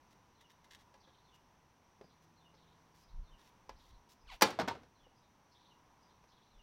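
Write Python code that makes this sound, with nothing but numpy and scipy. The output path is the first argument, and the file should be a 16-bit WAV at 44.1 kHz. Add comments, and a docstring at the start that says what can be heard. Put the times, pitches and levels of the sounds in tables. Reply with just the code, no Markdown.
"""At the open door of a garage, gloved hands pull a plastic bumper cover off a car.
Gripping and tapping give dry rubs (random slips) and light blows; tugs make the panel heave (low noise).
A tab squeaks by stick-slip, the clips snap free and the loose cover knocks: blows ring its modes.
Behind it are small birds (gliding sines), a high insect-like hiss and distant traffic (coloured noise)."""
import sys
import numpy as np
from scipy import signal
from scipy.fft import rfft, irfft, next_fast_len
from scipy.io import wavfile
from scipy.ndimage import uniform_filter1d

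SR = 44100
rng = np.random.default_rng(int(sys.argv[2]) if len(sys.argv) > 2 else 0)


def inscribe(sig):
    """Save sig as 16-bit PCM at rate SR to the path in sys.argv[1].

    A 1-D sig is mono; a 2-D sig holds one channel per row.
    Samples are clipped to [-1, 1] before scaling.
    """
    pcm = np.round(np.clip(np.atleast_2d(sig).T, -1, 1) * 32767)
    wavfile.write(sys.argv[1], SR, pcm.astype(np.int16))


N = 291983
TIME = np.arange(N) / SR  # s
TOP_HZ = 15800  # upper limit of the audible band here


def undb(db):
    """Level to amplitude: 20 dB is a factor of ten."""
    return 10 ** (np.asarray(db) / 20)


def unit(x):
    """Normalisation to an rms value of 1."""
    return x / np.sqrt(np.mean(x ** 2))


def add(out, s, x):
    """Superposition: x is summed into out from time s on, cut at both ends of out."""
    i = int(s * SR)
    x = x[max(-i, 0):]
    i = max(i, 0)
    out[i:i + len(x)] += x[:max(N - i, 0)]


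def colour(x, points):
    """Spectral weighting by (f/Hz, level/dB) points, interpolated along log frequency."""
    hz, db = np.transpose(points)
    size = next_fast_len(len(x))
    f = np.maximum(np.fft.rfftfreq(size, 1 / SR), 1)
    gain = undb(np.interp(np.log(f), np.log(hz), db))
    return irfft(rfft(x, size) * gain, size)[:len(x)]


def butter(x, hz, kind, order=2):
    """Causal Butterworth low-, high- or band-pass: a maximally flat passband."""
    edges = np.clip(hz, 5, .47 * SR)
    return signal.sosfilt(signal.butter(order, edges, kind, fs=SR, output="sos"), x)


def resonate(x, hz, width):
    """A single damped resonance of the given bandwidth in Hz, gain 1 at its centre."""
    return signal.lfilter(*signal.iirpeak(hz, hz / width, fs=SR), x)


def walk(rate):
    """Smoothed random fluctuation of rms 1: a fresh value rate times a second."""
    k = max(int(SR / rate), 1)
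    steps = np.repeat(rng.standard_normal(N // k + 1), k)
    return unit(uniform_filter1d(steps, k)[:N])


def swell(s, hold, attack, release):
    """Exponential growth up to time s, a hold, exponential decay; attack and release are time constants."""
    growth = np.minimum(TIME - s, 0) / attack
    decay = np.maximum(TIME - s - hold, 0) / release
    return np.exp(growth - decay)


def echo(x, t60, wet_db):
    """Diffuse reverberation from walls and ground: exponentially decaying noise, 60 dB down after t60."""
    t = TIME[:SR // 2]
    tail = rng.standard_normal(len(t)) * undb(-60 * t / t60)
    tail /= np.linalg.norm(tail)
    return x + undb(wet_db) * signal.fftconvolve(x, tail)[:N]


def traffic(air_db=-69.1):
    """Broadband noise of distant traffic and leaves; passing cars swell a resonant tyre band."""
    # spectral density of distant traffic and leaves: f/Hz, level/dB per Hz
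    outdoor_spectrum = [(20, -5), (60, 1.5), (190, -0.5), (330, -5), (620, -8), (960, -1.5), (1300, -10),
                        (2000, -14), (3100, -18), (4800, -22), (6000, -21.5), (7200, -30), (10000, -31.5),
                        (15000, -33)]
    # far cars going by: nearest at t/s, half-length/s, tyre level/dB
    passes = [(.8, .5, -77), (3.6, .6, -77), (5.95, .24, -73.5)]
    air = unit(colour(rng.standard_normal(N), outdoor_spectrum)) * undb(air_db + .5 * walk(3.3))
    power = sum(undb(db) ** 2 * np.exp(-((TIME - s) / length) ** 2 / 2) for s, length, db in passes)
    tyre_band = resonate(resonate(rng.standard_normal(N), 980, 180), 980, 180)
    return air + unit(tyre_band) * np.sqrt(power)


def shrill_hiss(shrill_db=-84.5):
    """Narrow-band noise: a band-pass gives a high insect-like hiss with slight level fluctuation."""
    band = butter(rng.standard_normal(N), [5500, 6150], "bandpass", order=3)
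    return unit(band) * undb(shrill_db + .8 * walk(12))


def engine(engine_db=-73.5, octave_db=-10):
    """Two harmonics, frequency-modulated: a far engine speeds up, then slowly sags."""
    start_s, hold_s, fade_s = 2.25, .95, .18
    top_s, top_hz = 2.5, 164  # moment and frequency of the highest pitch
    rise_hz_per_s, sag_hz_per_s = 22, 10
    hz = top_hz - np.maximum(rise_hz_per_s * (top_s - TIME), sag_hz_per_s * (TIME - top_s))
    phase = 2 * np.pi * np.cumsum(hz * (1 + .008 * walk(22))) / SR
    load = swell(start_s, hold_s, fade_s, fade_s)
    harmonics = np.sin(phase) + undb(octave_db) * np.sin(2 * phase)
    return unit(harmonics * 1.0) * load * undb(engine_db + 1.5 * walk(9.8))


def birds(waver=0.012):
    """Frequency glides: three motifs of warbling sine notes recur, blurred by trees and walls."""
    # motifs, note by note: start t/s, length/s, from f/Hz, to f/Hz, level/dB, warble share
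    bird_motifs = {"fall": [(-.01, .06, 4480, 3750, -3, .03), (.03, .055, 3700, 3300, -.5, .02),
                   (.07, .07, 3150, 2680, 1, .02)], "whistle": [(-.008, .06, 5100, 4820, -1.5, .04),
                   (.06, .06, 3550, 4300, -3, .08)], "chatter": [(0, .04, 4867, 4500, -1.5, .13),
                   (.03, .05, 3900, 3500, -.5, .08), (.075, .05, 4400, 3400, -3.5, .1),
                   (.13, .05, 3400, 4200, -3, .09), (.18, .036, 4300, 3600, -5, .08)]}
    # calls: t/s, motif, level/dB
    calls = [(.345, "fall", -75), (.99, "chatter", -70), (1.232, "fall", -72.5), (2.021, "whistle", -72),
             (2.36, "fall", -73), (2.53, "chatter", -72), (3.01, "whistle", -72), (3.23, "fall", -73),
             (3.75, "chatter", -70), (4.195, "whistle", -75), (4.945, "fall", -75), (5.15, "whistle", -75),
             (5.505, "chatter", -69), (5.61, "fall", -74), (6.012, "whistle", -73), (6.275, "chatter", -71),
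             (6.495, "fall", -74)]
    out, tremble = np.zeros(N), walk(900)
    for s, motif, db in calls:
        for start, length, from_hz, to_hz, note_db, warble in bird_motifs[motif]:
            u = np.linspace(0, 1, int(length * SR))
            i = rng.integers(N // 2)
            glide = from_hz + (to_hz - from_hz) * u
            hz = glide * (1 + waver * rng.standard_normal() + warble * tremble[i:i + len(u)])
            note = np.sin(np.pi * u) ** 2 * np.sin(2 * np.pi * np.cumsum(hz) / SR)
            add(out, s + start, undb(db + note_db) * note)
    return echo(out, t60=.3, wet_db=2)


def flex():
    """Low-frequency radiation of a large panel: the cover heaves as it is tugged."""
    # spectral density of the heaving panel: f/Hz, level/dB per Hz
    heave_spectrum = [(10, -15), (22, -0.5), (35, 2), (60, -9), (100, -15.5), (180, -30.5), (400, -61),
                      (3000, -110)]
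    # tugs: t/s, hold/s, level/dB
    tugs = [(3.15, .075, -48.5), (3.33, .02, -62), (3.725, .035, -56), (3.93, .025, -54),
            (4.265, .08, -59.5), (5.04, .04, -69.5), (6.56, .05, -64)]
    attack_s, release_s = .026, .03
    effort = sum(undb(db) * swell(s, hold, attack_s, release_s) for s, hold, db in tugs)
    return unit(colour(rng.standard_normal(N), heave_spectrum)) * effort


def rubs(slips_per_s=1000, scatter_db=4, edge_s=.006):
    """Dry friction as random tiny slips: a hiss from the glove, a creak where they ring a plastic edge."""
    # rubs: t/s, length/s, level/dB, share of creak in the power (0-1)
    rub_events = [(0.103, 0.03, -74, 0.4), (0.404, 0.022, -70.5, 0.75), (0.495, 0.025, -71, 0.6),
                  (0.64, 0.012, -67, 0.9), (0.705, 0.051, -61, 0.95), (0.784, 0.041, -71, .8),
                  (1.338, 0.023, -74, .2), (2.218, .03, -77, 0), (2.942, 0.096, -75.5, 0),
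                  (3.38, 0.052, -74.5, 0.47), (3.434, .06, -73.5, 0.3), (3.78, 0.13, -77, .2),
                  (4.087, 0.047, -68, 0), (4.308, 0.055, -67, 0.4)]
    # resonances of a creaking plastic edge: f/Hz, bandwidth/Hz, level/dB
    edge_resonances = [(1790, 110, -4), (2005, 110, 4), (2870, 560, -6.5), (3350, 140, -3.5),
                       (3640, 130, -1), (4507, 73, -10), (5500, 300, -11)]
    # spectral density of the glove's hiss: f/Hz, level/dB per Hz
    glove_spectrum = [(900, -13), (2500, 0), (5500, 1.5), (8000, -8), (11000, -9.5), (15000, -8.5)]
    occurs = rng.random(N) < slips_per_s / SR
    slips = occurs * undb(scatter_db * rng.standard_normal(N)) * rng.choice([-1, 1], N)
    creak = unit(sum(undb(db) * resonate(slips, hz, width) for hz, width, db in edge_resonances))
    hiss = unit(colour(unit(slips) + rng.standard_normal(N), glove_spectrum))
    out = np.zeros(N)
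    for s, length, db, share in rub_events:
        share = np.clip(share, 0, 1)
        grip = np.clip(np.minimum(TIME - s, s + length + edge_s - TIME) / edge_s, 0, 1)
        out += undb(db) * grip * (np.sqrt(share) * creak + np.sqrt(1 - share) * hiss)
    return echo(out, t60=.16, wet_db=-8)


def squeak(jitter=0.2, grit_db=-1, wobble=.04, patchy_db=2.5, count=9):
    """Stick-slip of the tab in its slot: slower and more ragged as the load builds before the snap."""
    # spectral weighting by the tab: f/Hz, level/dB
    tab_spectrum = [(400, -7), (850, -0.5), (1400, -8.5), (2000, -2), (2500, 2), (3200, -2), (4400, -1.5),
                    (5500, -13.5), (8000, -20), (14000, -25.5)]
    start_s, hold_s, level_db = .0 + 4.294, .042, -55  # full level from start_s
    attack_s, release_s = .012, .016
    slip_hz, fastest_hz = 1240, 2500  # mean rate at start_s, upper bound of the mean rate
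    slowing = .0128  # share of a second by which the slip period grows per second
    smooth_roughness, ragged_after_s = .2, .048  # roughness (0-1) at first, time scale of its growth
    age = TIME - start_s
    hz = 1 / np.maximum(1 / slip_hz + slowing * age, 1 / fastest_hz)
    rough = np.minimum(smooth_roughness + (np.maximum(age, 0) / ragged_after_s) ** 2, 1)
    unsteady_hz = hz * (1 + wobble * walk(130) + jitter * rough * walk(1200))
    phase = 2 * np.pi * np.cumsum(unsteady_hz) / SR
    # harmonics of the slip rate, kept below the upper limit
    slips = sum(np.cos(k * phase) * (k * hz < TOP_HZ) / np.sqrt(k) for k in range(1, count + 1))
    # noise that peaks once a slip
    grit = undb(grit_db) * rough * (1 + np.cos(phase)) * rng.standard_normal(N)
    pressure = undb(level_db + patchy_db * walk(170)) * swell(start_s, hold_s, attack_s, release_s)
    return echo(unit(colour(slips + grit, tab_spectrum)) * pressure, t60=.15, wet_db=-10)


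def blow(pitch, contact, modes_db, tail_db, spot_hz, spot_db, crack_t60=.035, spot_t60=0.064,
         rise_s=0.00022, spread_s=.002, crack_db=-1.0, ring_db=-3.5):
    """Impact excitation: a crack held for the contact, a thud of the struck spot, modes and a dense tail."""
    # modes of the clipped-on cover, before the pitch factor: f/Hz, relative level/dB, t60/s
    cover_modes = [(122, -22, .45), (205, -13, .28), (292, -15, .24), (361, -15, .2), (447, -14, .22),
                   (534, 1, .115), (695, -4, .1), (812, -12, .2), (845, 0, .09), (876, -4, .15),
                   (945, -1, .06), (1035, -3, .11), (1291, -9, .11), (1384, -15, .2), (1671, -2, .09),
                   (1736, -15, .16), (1998, -7, .09), (2266, -21, .2), (2392, -8, .1), (3000, -14, .1),
                   (3700, -11, .12), (4081, -14, .1), (4560, -10.5, .11), (4909, -10.5, .1),
                   (5510, -13, .1), (5765, -10, .1)]
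    # spectral density of the crack: f/Hz, level/dB per Hz
    crack_spectrum = [(50, -15), (130, -8), (250, 0), (900, 2), (1250, -3), (1800, -2), (2600, -7),
                      (4000, -8), (5600, -5), (7500, -16), (10500, -18.5), (14000, -13.5), (16500, -22.5)]
    # the crowd of small modes, by octave band: centre f/Hz, relative level/dB, t60/s
    tail_bands = [(80, -23, .6), (197, -23, 0.47), (435, -19, 0.4), (955, -14, .29), (2000, -22.5, 0.33),
                  (3470, -17.5, 0.26), (5370, -21, 0.17), (7800, -30.5, .22), (13000, -32, .19)]
    t = TIME[:SR * 3 // 4]
    after = np.maximum(t - contact, 0)
    crack = unit(colour(rng.standard_normal(len(t)), crack_spectrum))
    crack = crack * (1 - np.exp(-t / rise_s)) * undb(-60 * after / crack_t60)
    thud = undb(spot_db - 60 * t / spot_t60) * np.sin(2 * np.pi * spot_hz * t)
    ring = sum(undb(db - 60 * t / t60) * np.sin(2 * np.pi * (hz * pitch * t + rng.random()))
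               for hz, db, t60 in cover_modes)
    tail = 0
    for hz, db, t60 in tail_bands:
        band = butter(rng.standard_normal(len(t)), [hz / np.sqrt(2), hz * np.sqrt(2)], "bandpass")
        tail = tail + unit(band) * undb(db - 60 * t / t60)
    # bending waves take a moment to fill the panel
    filled = 1 - np.exp(-t / spread_s)
    return undb(crack_db) * crack + thud + filled * (undb(ring_db + modes_db) * ring + undb(tail_db) * tail)


def cover():
    """Modal radiation of snaps and knocks: a small tab lacks bass, a soft contact lacks treble."""
    # blows: t/s, level/dB, struck spot's f/Hz, its thud level/dB, upper edge f/Hz, contact/s, ring level/dB
    blows = [(.9405, -60, 900, -6, 6000, .001, 1), (1.074, -65, 800, -5, 1200, .004, 6),
             (2.0112, -44, 420, -2, 420, .0028, -7), (2.041, -55, 170, 1, 380, .0026, -11),
             (2.540, -57, 480, -7, 750, .005, -6), (3.693, -45, 980, -1, 3900, .0012, -6),
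             (4.4108, -28.5, 3700, -19, 8140, .0017, -11), (4.4201, -17.3, 865, -4, 15030, .0056, 0),
             (4.4231, -18.3, 4520, -9, 9000, .0019, -15), (4.504, -44, 4900, -12, 11900, .002, 2),
             (4.5888, -29, 662, 2, 1470, .0016, -4), (4.597, -32, 290, 0, 3230, .0043, -3),
             (4.606, -34.5, 490, 5, 1900, .012, 4), (4.632, -49, 200, 14, 796, .004, 0),
             (4.6762, -35, 273, 1, 1900, .0043, 2), (4.6818, -34, 900, -7, 4840, .0038, 1.5),
             (4.712, -50, 926, 17, 1690, .0085, -2), (4.75, -51, 300, -5, 1790, .0034, 1),
             (4.832, -63, 700, -4, 4495, .0028, 1), (5.066, -63, 521, 5, 705, .0057, -2),
             (6.239, -61.5, 600, -2, 3534, .001, -7)]
    free_s, free_pitch = 4.55, .9  # off its clips the cover is slacker and its modes lie lower
    low_edge_share = .23  # a spot radiates little below this share of its pitch
    clear_modes_db = -1.0  # clear modes against the dense tail
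    out = np.zeros(N)
    for s, db, spot_hz, thud_db, high_hz, contact, ring_db in blows:
        pitch = free_pitch if s > free_s else 1
        x = blow(pitch, contact, ring_db + clear_modes_db, ring_db, spot_hz, thud_db)
        x = butter(x, low_edge_share * spot_hz, "highpass")
        x = butter(x, high_hz, "lowpass", order=1)
        add(out, s, undb(db) * x)
    return out


def scene():
    """Superposition of all sources at one listening point in front of the car."""
    background = traffic() + shrill_hiss() + engine() + birds()
    return (background + flex() + rubs() + squeak() + cover())[None]


def record(dry):
    """Band limitation: a steep elliptic low-pass removes the treble above TOP_HZ."""
    return signal.sosfilt(signal.ellip(8, .2, 70, TOP_HZ, fs=SR, output="sos"), dry)


dry = scene()
out = record(dry)
inscribe(out)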